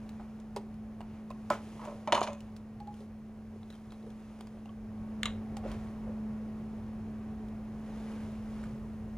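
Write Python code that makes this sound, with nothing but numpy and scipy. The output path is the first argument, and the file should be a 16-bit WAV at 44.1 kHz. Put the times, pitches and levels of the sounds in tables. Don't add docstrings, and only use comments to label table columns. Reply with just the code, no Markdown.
import sys
import numpy as np
from scipy import signal
from scipy.fft import rfft, irfft, next_fast_len
from scipy.io import wavfile
from scipy.ndimage import uniform_filter1d

SR = 44100
rng = np.random.default_rng(int(sys.argv[2]) if len(sys.argv) > 2 else 0)


def unload_wav(signal):
    wavfile.write(
        sys.argv[1],
        SR,
        np.round(np.clip(np.atleast_2d(signal).T, -1, 1) * 32767).astype(np.int16),
    )


N = 404638
TIME = np.arange(N) / SR
RING = TIME[:SR // 3]

# f/Hz, relative level/dB
TICK_SPECTRUM = [(300, 5), (1000, 1), (2000, -3), (3700, -4), (5000, -6.5), (7000, -8.5), (10000, -12.5),
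                 (15000, -15)]


def undb(db):
    return 10 ** (np.asarray(db) / 20)


def unit(x):
    return x / np.sqrt(np.mean(x ** 2))


def burst(x):
    return unit(x) * np.sqrt(SR / 100 / x.shape[-1])


def colour(x, points):
    size = next_fast_len(x.shape[-1] // 2 + 1024) * 2
    hz, db = np.transpose(points)
    log_hz = np.log(np.fft.rfftfreq(size, 1 / SR) + 1)
    log_gain = np.log(undb(np.interp(log_hz, np.log(hz), db)))
    cepstrum = irfft(log_gain)[:size // 2]
    cepstrum[1:] *= 2
    response = np.exp(rfft(cepstrum, size))
    return irfft(rfft(x, size) * response)[..., :x.shape[-1]]


def brighten(x, db):
    return colour(x, [(1200, 0), (5000, db)])


def walk(rate_hz):
    step = int(SR / rate_hz)
    held = np.repeat(rng.standard_normal(N // step + 1), step)
    return 1.232 * uniform_filter1d(held, step)[:N]


def diffuse(size):
    mid, side = rng.standard_normal((2, size))
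    side = colour(side, [(40, -15), (100, -16), (200, -25), (1000, -22), (3000, -10), (8000, -9), (13000, -8)])
    return np.array([mid + side, mid - side])


def fading(t60_s):
    return diffuse(len(RING)) * undb(-60 * RING / t60_s)


def mode(hz, t60_s):
    return np.sin(2 * np.pi * hz * RING) * undb(-60 * RING / t60_s)


def mode_sum(modes):
    return sum((-1) ** k * undb(db) * mode(hz, t60_s) for k, (hz, db, t60_s) in enumerate(modes))


def add(out, s, sound):
    start = int(s * SR)
    out[:, start:start + sound.shape[-1]] += sound[:, :N - start]


def random_knocks(rate_per_s):
    hits = rng.random(len(RING)) < rate_per_s / SR
    return hits * rng.standard_normal(len(RING))


def tick(bright_db, hz, ring_db, tail_db=-5):
    scatter = undb(tail_db) * burst(fading(0.08))
    crack = burst(colour(burst(fading(0.019)) + scatter, TICK_SPECTRUM))
    ring = burst(mode(hz, .026) - .5 * mode(hz * 1.09, .02) - .5 * mode(hz * .88, .02))
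    return brighten(burst(crack + undb(ring_db) * ring), bright_db)


def strikes(blows, modes, body, modes_db, tail_t60_s, tail_db, tail_bright_db, spot_db):
    out = np.zeros((2, N))
    contact = 1 - np.exp(-RING / 0.0011)
    ring = burst(mode_sum(modes) * contact)
    for s, db, bright_db, after_db, crack_t60_s, hz in blows:
        crack = burst(colour(fading(crack_t60_s), body))
        tail = burst(colour(fading(tail_t60_s) * (1 - np.exp(-RING / 0.004)), body))
        after = undb(modes_db) * ring + undb(tail_db) * brighten(tail, tail_bright_db)
        spot = [(hz / np.sqrt(2), 0), (hz, spot_db), (hz * np.sqrt(2), 0)]
        blow = colour(crack + undb(after_db) * after, spot)
        add(out, s, undb(db) * brighten(burst(blow), bright_db))
    return out


def machines(hiss_follow=0.56):
    # f/Hz, level re hum/dB, waver depth/dB (half as many Hz in pitch)
    tones_table = [(217, 0.47, -0.75), (97.6, -14, 2.5), (118.8, -23, 2.5), (290.6, -24, 1), (381, -24, 1),
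                   (434, -24, 1), (581.6, -29, 2), (674, -30.5, 2), (759, -27.5, 2), (898, -38.5, 3),
                   (1106, -32, 2), (1890, -41, 2), (4414, -54, 2), (5383, -54, 1), (10158, -57, -0.5)]
    # f/Hz, relative level/dB
    air_spectrum = [(20, -16.5), (50, -0.5), (72, -7.5), (105, -3), (170, -8), (330, -15), (420, -14),
                    (520, -16), (800, -20), (1150, -24), (1400, -27.5), (2300, -34.5), (3500, -43),
                    (6500, -45.5), (8300, -52), (10000, -46.5), (12500, -52), (14400, -44.5),
                    (15500, -49.5)]
    hum_db, sag_db_per_s, air_db = -45.5, 0.56, -6
    rise_s, rise_length_s, rise_db = 4.89, 0.13, 8
    step = (1 + np.tanh((TIME - rise_s) / (2 * rise_length_s))) / 2
    level_db = hum_db - sag_db_per_s * TIME + rise_db * step
    tones = np.zeros(N)
    for hz, db, waver_db in tones_table:
        gain = undb(db + waver_db * walk(5.5))
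        pitch_hz = hz + .5 * waver_db * walk(6)
        tones += gain * np.sin(2 * np.pi * np.cumsum(pitch_hz) / SR)
    air = undb(air_db) * unit(colour(diffuse(N), air_spectrum))
    rush = signal.sosfilt(signal.butter(1, 3000, fs=SR, output="sos"), air)
    hiss = air - rush
    hiss_db = level_db.mean() + hiss_follow * (level_db - level_db.mean())
    hum_and_rush = np.sqrt(2) * tones + rush * undb(0.087 * walk(4.5))
    return undb(level_db) * hum_and_rush + undb(hiss_db) * hiss


def rumble(attack_s=0.037):
    # start/s, level/dB, fade/(dB/s) (negative grows)
    swells = [(0, -60.5, 0), (5.66, -42, 49), (6.2, -66, 12), (8.05, -54, -3)]
    # f/Hz, relative level/dB
    spectrum = [(20, -13.5), (35, -17.5), (55, 3), (85, -4.5), (140, 1), (220, -32), (600, -51.5)]
    envelope = np.zeros(N)
    for s, db, fade_db_per_s in swells:
        age = np.maximum(TIME - s, 0)
        envelope += undb(db - fade_db_per_s * age) * (1 - np.exp(-(age / attack_s) ** 2))
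    return envelope * unit(colour(diffuse(N), spectrum))


def coat(grain_db=1.0):
    # t/s, half length/s, level/dB, gain of the part above 2.1 kHz/dB
    swishes = [(0.018, 0.42, -59, -8.5), (1.134, 0.087, -56, -24), (1.767, 0.34, -54, -2.5),
               (2.455, 0.15, -62.5, -5), (2.995, 0.07, -77, 16.5), (3.762, 0.35, -70.5, 4.5),
               (4.352, 0.34, -60, -5), (5.702, 0.055, -46.5, -16), (5.834, 0.11, -55.5, -8),
               (8.133, 0.31, -50.5, -6.5), (8.62, 0.17, -54, -8.5)]
    # f/Hz, relative level/dB
    cloth_spectrum = [(100, 0.5), (500, 0.5), (1000, -3.5), (1500, -8.5), (2400, -11.5), (4000, -17),
                      (6500, -17.5), (8300, -23.5), (10300, -18.5), (12500, -26), (15000, -32)]
    catches = undb(grain_db * walk(300) + 1.0 * walk(18))
    rub = unit(colour(diffuse(N) * catches, cloth_spectrum))
    dull = signal.sosfilt(signal.butter(1, 2100, fs=SR, output="sos"), rub)
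    out = np.zeros((2, N))
    for s, half_s, db, bright_db in swishes:
        swell = undb(db) * np.exp(-((TIME - s) / half_s) ** 2)
        out += swell * (dull + undb(bright_db) * (rub - dull))
    return out


def ticks():
    # t/s, level/dB, brightness/dB, ring f/Hz, ring re crack/dB
    catches = [(0.092, -56, 0.5, 3780, -29), (.121, -65, -6, 5000, -15), (0.4, -70, 8, 6800, -17),
               (.742, -63, -4, 4950, -19), (1.502, -43, 3.5, 6870, -11), (1.852, -49.5, -5.5, 6700, -10),
               (2.3315, -50.5, -2.5, 6850, -12), (2.405, -59.5, 6, 2970, -6), (2.565, -59, 5, 3700, -27),
               (2.941, -65.5, 3, 3170, -4.5), (3.631, -55.5, -10, 3900, 0), (3.7027, -50, -4.5, 4000, -6),
               (3.7327, -56, -12, 3800, -5), (3.906, -58, -7, 3880, 2), (3.9208, -48, -12, 3880, -14),
               (4.027, -68, -3, 3930, -1), (4.103, -61, -2, 3300, -9), (4.471, -52.5, -9, 4800, -8),
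               (4.657, -57, -10, 2800, -3), (4.692, -61, -6, 3100, 11), (5.569, -48.5, 1.5, 5900, -17),
               (5.716, -56.5, 5, 3200, -7), (7.485, -63, -3, 3800, -12)]
    out = np.zeros((2, N))
    for s, db, bright_db, hz, ring_db in catches:
        add(out, s, undb(db) * tick(bright_db, hz, ring_db))
    return out


def hollow_taps(knock_t60_s=0.14, tick_bright_db=-4.5, tick_ring_db=-8.0):
    # t/s, level/dB, hollow f/Hz, t60/s, dull knock re air ring/dB, tick level/dB, tick ring f/Hz
    taps = [(.196, -46.5, 820, 0.03, 5, -72, 3120), (1.006, -44, 790, 0.0086, -3, -56, 2830),
            (1.304, -43, 1050, 0.034, -13, -53, 3800), (1.306, -45, 624, 0.018, -4, -68, 3150),
            (2.802, -43.5, 823, 0.14, -19, -56.5, 4440), (2.873, -40, 828, 0.15, -14, -60, 4300),
            (3.005, -48, 419, 0.13, -3, -63, 3860), (4.408, -56, 747, 0.014, -10, -48, 3280),
            (4.657, -52, 780, 0.025, -7, -62, 2800), (4.692, -55, 1120, 0.042, -10, -72, 3120),
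            (5.568, -43, 790, 0.038, -16, -48, 3160), (8.639, -51.5, 1430, 0.0036, -14, -54, 2200)]
    out = np.zeros((2, N))
    for s, db, hz, t60_s, knock_db, tick_db, tick_hz in taps:
        air = burst(mode(hz, t60_s) * (1 - np.exp(-RING / 0.005)))
        knock_points = [(hz / 3, -18), (hz, 0), (hz * 2, -18), (hz * 8, -50)]
        knock = burst(colour(fading(knock_t60_s), knock_points))
        hollow = burst(air + undb(knock_db) * knock)
        contact = tick(tick_bright_db, tick_hz, tick_ring_db)
        add(out, s, undb(db) * hollow + undb(tick_db) * contact)
    return out


def pipette_clunk():
    # t/s, level/dB, brightness/dB, ring and scatter re crack/dB, crack t60/s, favoured f/Hz
    blows = [(.563, -33, 0, 0, 0.014, 450)]
    # f/Hz, level/dB, t60/s
    modes = [(394, -4, 0.092), (500, -8, 0.056), (567, -1, 0.048), (834, -7, 0.061), (973, 0.5, 0.06),
             (2140, -10, 0.04)]
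    # f/Hz, relative level/dB
    body = [(120, -11), (450, -3), (1000, 1), (1600, -14.5), (4200, -11.5), (7000, -15), (10000, -19),
            (15000, -24)]
    return strikes(blows, modes, body, modes_db=3.5, tail_t60_s=0.063, tail_db=1.5,
                   tail_bright_db=-9.0, spot_db=6.0)


def scrapes(grain_t60_s=0.014, ring_db=-8, grain_bright_db=-9, catches_per_s=320):
    # t/s, half length/s, level/dB, ring f/Hz
    drags = [(1.015, 0.0066, -53.5, 2850), (1.307, 0.016, -59, 2570), (3.729, .025, -61, 3900),
             (3.758, 0.027, -59.5, 3100), (3.934, .02, -68, 3930), (5.685, 0.025, -58, 2040),
             (5.728, 0.04, -66, 3280)]
    out = np.zeros((2, N))
    age = RING - RING.mean()
    for s, half_s, db, hz in drags:
        catches = random_knocks(catches_per_s)
        crack = burst(brighten(colour(fading(grain_t60_s), TICK_SPECTRUM), grain_bright_db))
        grain = crack + undb(ring_db) * burst(mode(hz, grain_t60_s))
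        drag = unit(signal.fftconvolve(grain, catches[None], axes=1)[:, :len(RING)])
        add(out, s - RING.mean(), undb(db) * drag * np.exp(-(age / half_s) ** 2))
    return out


def set_down():
    blows = [(1.5022, -20.5, -15.5, 0.5, 0.013, 930), (1.5115, -37.5, 10, 0, .013, 2200),
             (1.532, -37.5, 4, 2, .02, 620)]
    # f/Hz, level/dB, t60/s
    modes = [(575, -1, 0.074), (607, 3, 0.072), (715, -10, 0.05), (860, 4, 0.023), (1020, 3, 0.05),
             (1095, -4, 0.05), (1290, -6.5, 0.11), (1437, -8, 0.073), (2275, -22, .12)]
    # f/Hz, relative level/dB
    body = [(60, -22), (200, -6), (400, -6), (800, -1), (1400, -5.5), (1700, -9), (3000, -19.5),
            (4500, -30), (7000, -34), (9000, -40), (15000, -46)]
    return strikes(blows, modes, body, modes_db=7.5, tail_t60_s=0.17, tail_db=-1.5,
                   tail_bright_db=11.0, spot_db=-1.5)


def rack_knocks():
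    # t/s, level/dB, brightness/dB, ring and scatter re crack/dB, crack t60/s, favoured f/Hz
    blows = [(1.793, -45, -8, -1, .047, 1000), (1.872, -35, -22, 4, .03, 580),
             (2.0745, -27.5, -7, 0, 0.046, 695), (2.1222, -21, 3, -4, 0.051, 3100),
             (2.1275, -21.5, -1.5, -4, 0.022, 646), (2.1476, -23.5, 4, 4, 0.05, 1080),
             (2.162, -32, -2, -11, .06, 1200), (2.176, -27.5, -3, -3, .05, 960),
             (2.2156, -23.5, -7.5, -7.5, 0.011, 750), (2.229, -37, 15.5, -5, 0.098, 980),
             (2.2735, -31, -4, -2, 0.056, 586)]
    # f/Hz, level/dB, t60/s
    modes = [(428, -19, 0.21), (574, -7.5, 0.4), (615, -1, 0.15), (710, -12, 0.19), (850, -9, 0.09),
             (930, -0.5, 0.073), (990, -4.5, 0.096), (1039, -6, 0.22), (1297, -16, 0.18), (2335, -7, 0.074),
             (2535, -19.5, 0.22), (2980, -3, 0.041), (3610, -14, 0.081), (4210, -7, 0.039),
             (6940, -30, 0.045)]
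    # f/Hz, relative level/dB
    body = [(120, -13.5), (280, -6.5), (420, -5.5), (500, -7), (620, -2), (760, -1.5), (1000, 2),
            (1250, -4), (1400, -10), (2000, -13), (2500, -16.5), (4000, -19), (4800, -23), (7000, -24),
            (8000, -36), (9300, -28.5), (11000, -35), (15000, -49)]
    return strikes(blows, modes, body, modes_db=1.5, tail_t60_s=0.23, tail_db=-1.0,
                   tail_bright_db=-4.5, spot_db=7.5)


def scuffs(grain_db=3):
    # t/s, half length/s, level/dB, resonance f/Hz
    slides = [(1.843, 0.044, -48.5, 960), (1.935, 0.14, -53.5, 585), (3.552, 0.026, -52.5, 428),
              (4.06, 0.043, -54.5, 476), (4.573, 0.03, -54, 438), (5.639, 0.01, -49, 680),
              (5.657, 0.014, -40.5, 516), (6.083, 0.045, -49.5, 530)]
    out = np.zeros((2, N))
    age = RING - RING.mean()
    for s, half_s, db, hz in slides:
        catches = diffuse(len(RING)) * undb(grain_db * walk(200.4)[:len(RING)])
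        resonance = [(hz / 4, -26), (hz / 1.6, -11), (hz, 0), (hz * 1.5, -13), (hz * 20, -70)]
        rub = unit(colour(catches, resonance))
        add(out, s - RING.mean(), undb(db) * rub * np.exp(-(age / half_s) ** 2))
    return out


def rattles(crack_db=-3, crack_t60_s=0.022, knocks_per_s=270):
    # start/s, level/dB, fade/(dB/s)
    chatters = [(2.148, -40.5, 140.5), (2.228, -47, 167)]
    # f/Hz, level/dB, t60/s
    tube_modes = [(1000, 2, .03), (1640, -3, 0.033), (2510, 0, 0.046), (2810, 0, 0.024), (3500, -3, 0.034),
                  (6460, 1, 0.017), (7000, -2, .015), (9800, -12, .01)]
    crack_points = [(300, 6), (1000, 4), (7000, -8), (10500, -13), (14000, -29)]
    out = np.zeros((2, N))
    ring = burst(mode_sum(tube_modes))
    for s, db, fade_db_per_s in chatters:
        knocks = random_knocks(knocks_per_s)
        crack = burst(colour(fading(crack_t60_s), crack_points))
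        knock = ring + undb(crack_db) * crack
        chatter = unit(signal.fftconvolve(knock, knocks[None], axes=1)[:, :len(RING)])
        add(out, s, undb(db - fade_db_per_s * RING) * chatter)
    return out


def pipette_snap():
    # t/s, level/dB, brightness/dB, ring and scatter re crack/dB, crack t60/s, favoured f/Hz
    blows = [(5.2321, -31, 1.2, -9.5, 0.0075, 3300), (5.2559, -31, 1.2, 4, 0.017, 3620)]
    # f/Hz, level/dB, t60/s
    modes = [(1166, 9, 0.032), (1700, -10, .09), (2120, 2, 0.06), (2400, -19, .05), (2750, -12, 0.062),
             (3150, -7, 0.04), (3850, -6, 0.054), (3940, -9, 0.105), (3975, -3, .045), (6690, -15, 0.08),
             (6850, -7, .05), (8900, -14, .05)]
    # f/Hz, relative level/dB
    body = [(300, -16), (1100, -8), (1650, -3.5), (2200, 1), (3800, 4), (4600, -14), (7000, -10.5),
            (9000, -16), (15000, -29)]
    return strikes(blows, modes, body, modes_db=-3.5, tail_t60_s=0.16, tail_db=3.5,
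                   tail_bright_db=-23, spot_db=4.5)


def room(x, wet_db=-15, t60_s=0.29):
    decay = fading(t60_s) * (1 - np.exp(-RING / 0.0016))
    response = colour(decay, [(800, 6.5), (4000, 1.5), (12000, 0.5)])
    response = unit(response) / np.sqrt(len(RING))
    return x + undb(wet_db) * signal.fftconvolve(x, response, axes=1)[:, :N]


def scene():
    small = ticks() + hollow_taps() + scrapes() + scuffs() + rattles()
    blows = pipette_clunk() + set_down() + rack_knocks() + pipette_snap()
    return room(small + blows) + coat() + rumble() + machines()


def record(dry):
    # f/Hz, phase/rad
    port_phase = [(50, 0), (1000, 0.25), (2700, 0.5), (4500, 1.1), (7000, 1.0), (9700, 1.38), (11500, 2.6),
                  (15500, 3.4)]
    top_hz = 15650
    left = colour(dry[0], [(200, -.2), (700, -1), (1300, -2.5), (2400, 1.4), (4400, 0), (8000, 0), (15000, .3)])
    hz = np.fft.rfftfreq(2 * N, 1 / SR)
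    lag_rad = np.interp(hz, *np.transpose(port_phase))
    right = irfft(rfft(dry[1], 2 * N) * np.exp(-1j * lag_rad))[:N]
    low_pass = signal.ellip(8, .2, 70, top_hz, fs=SR, output="sos")
    return signal.sosfilt(low_pass, np.array([left, right]))


dry = scene()
out = record(dry)
unload_wav(out)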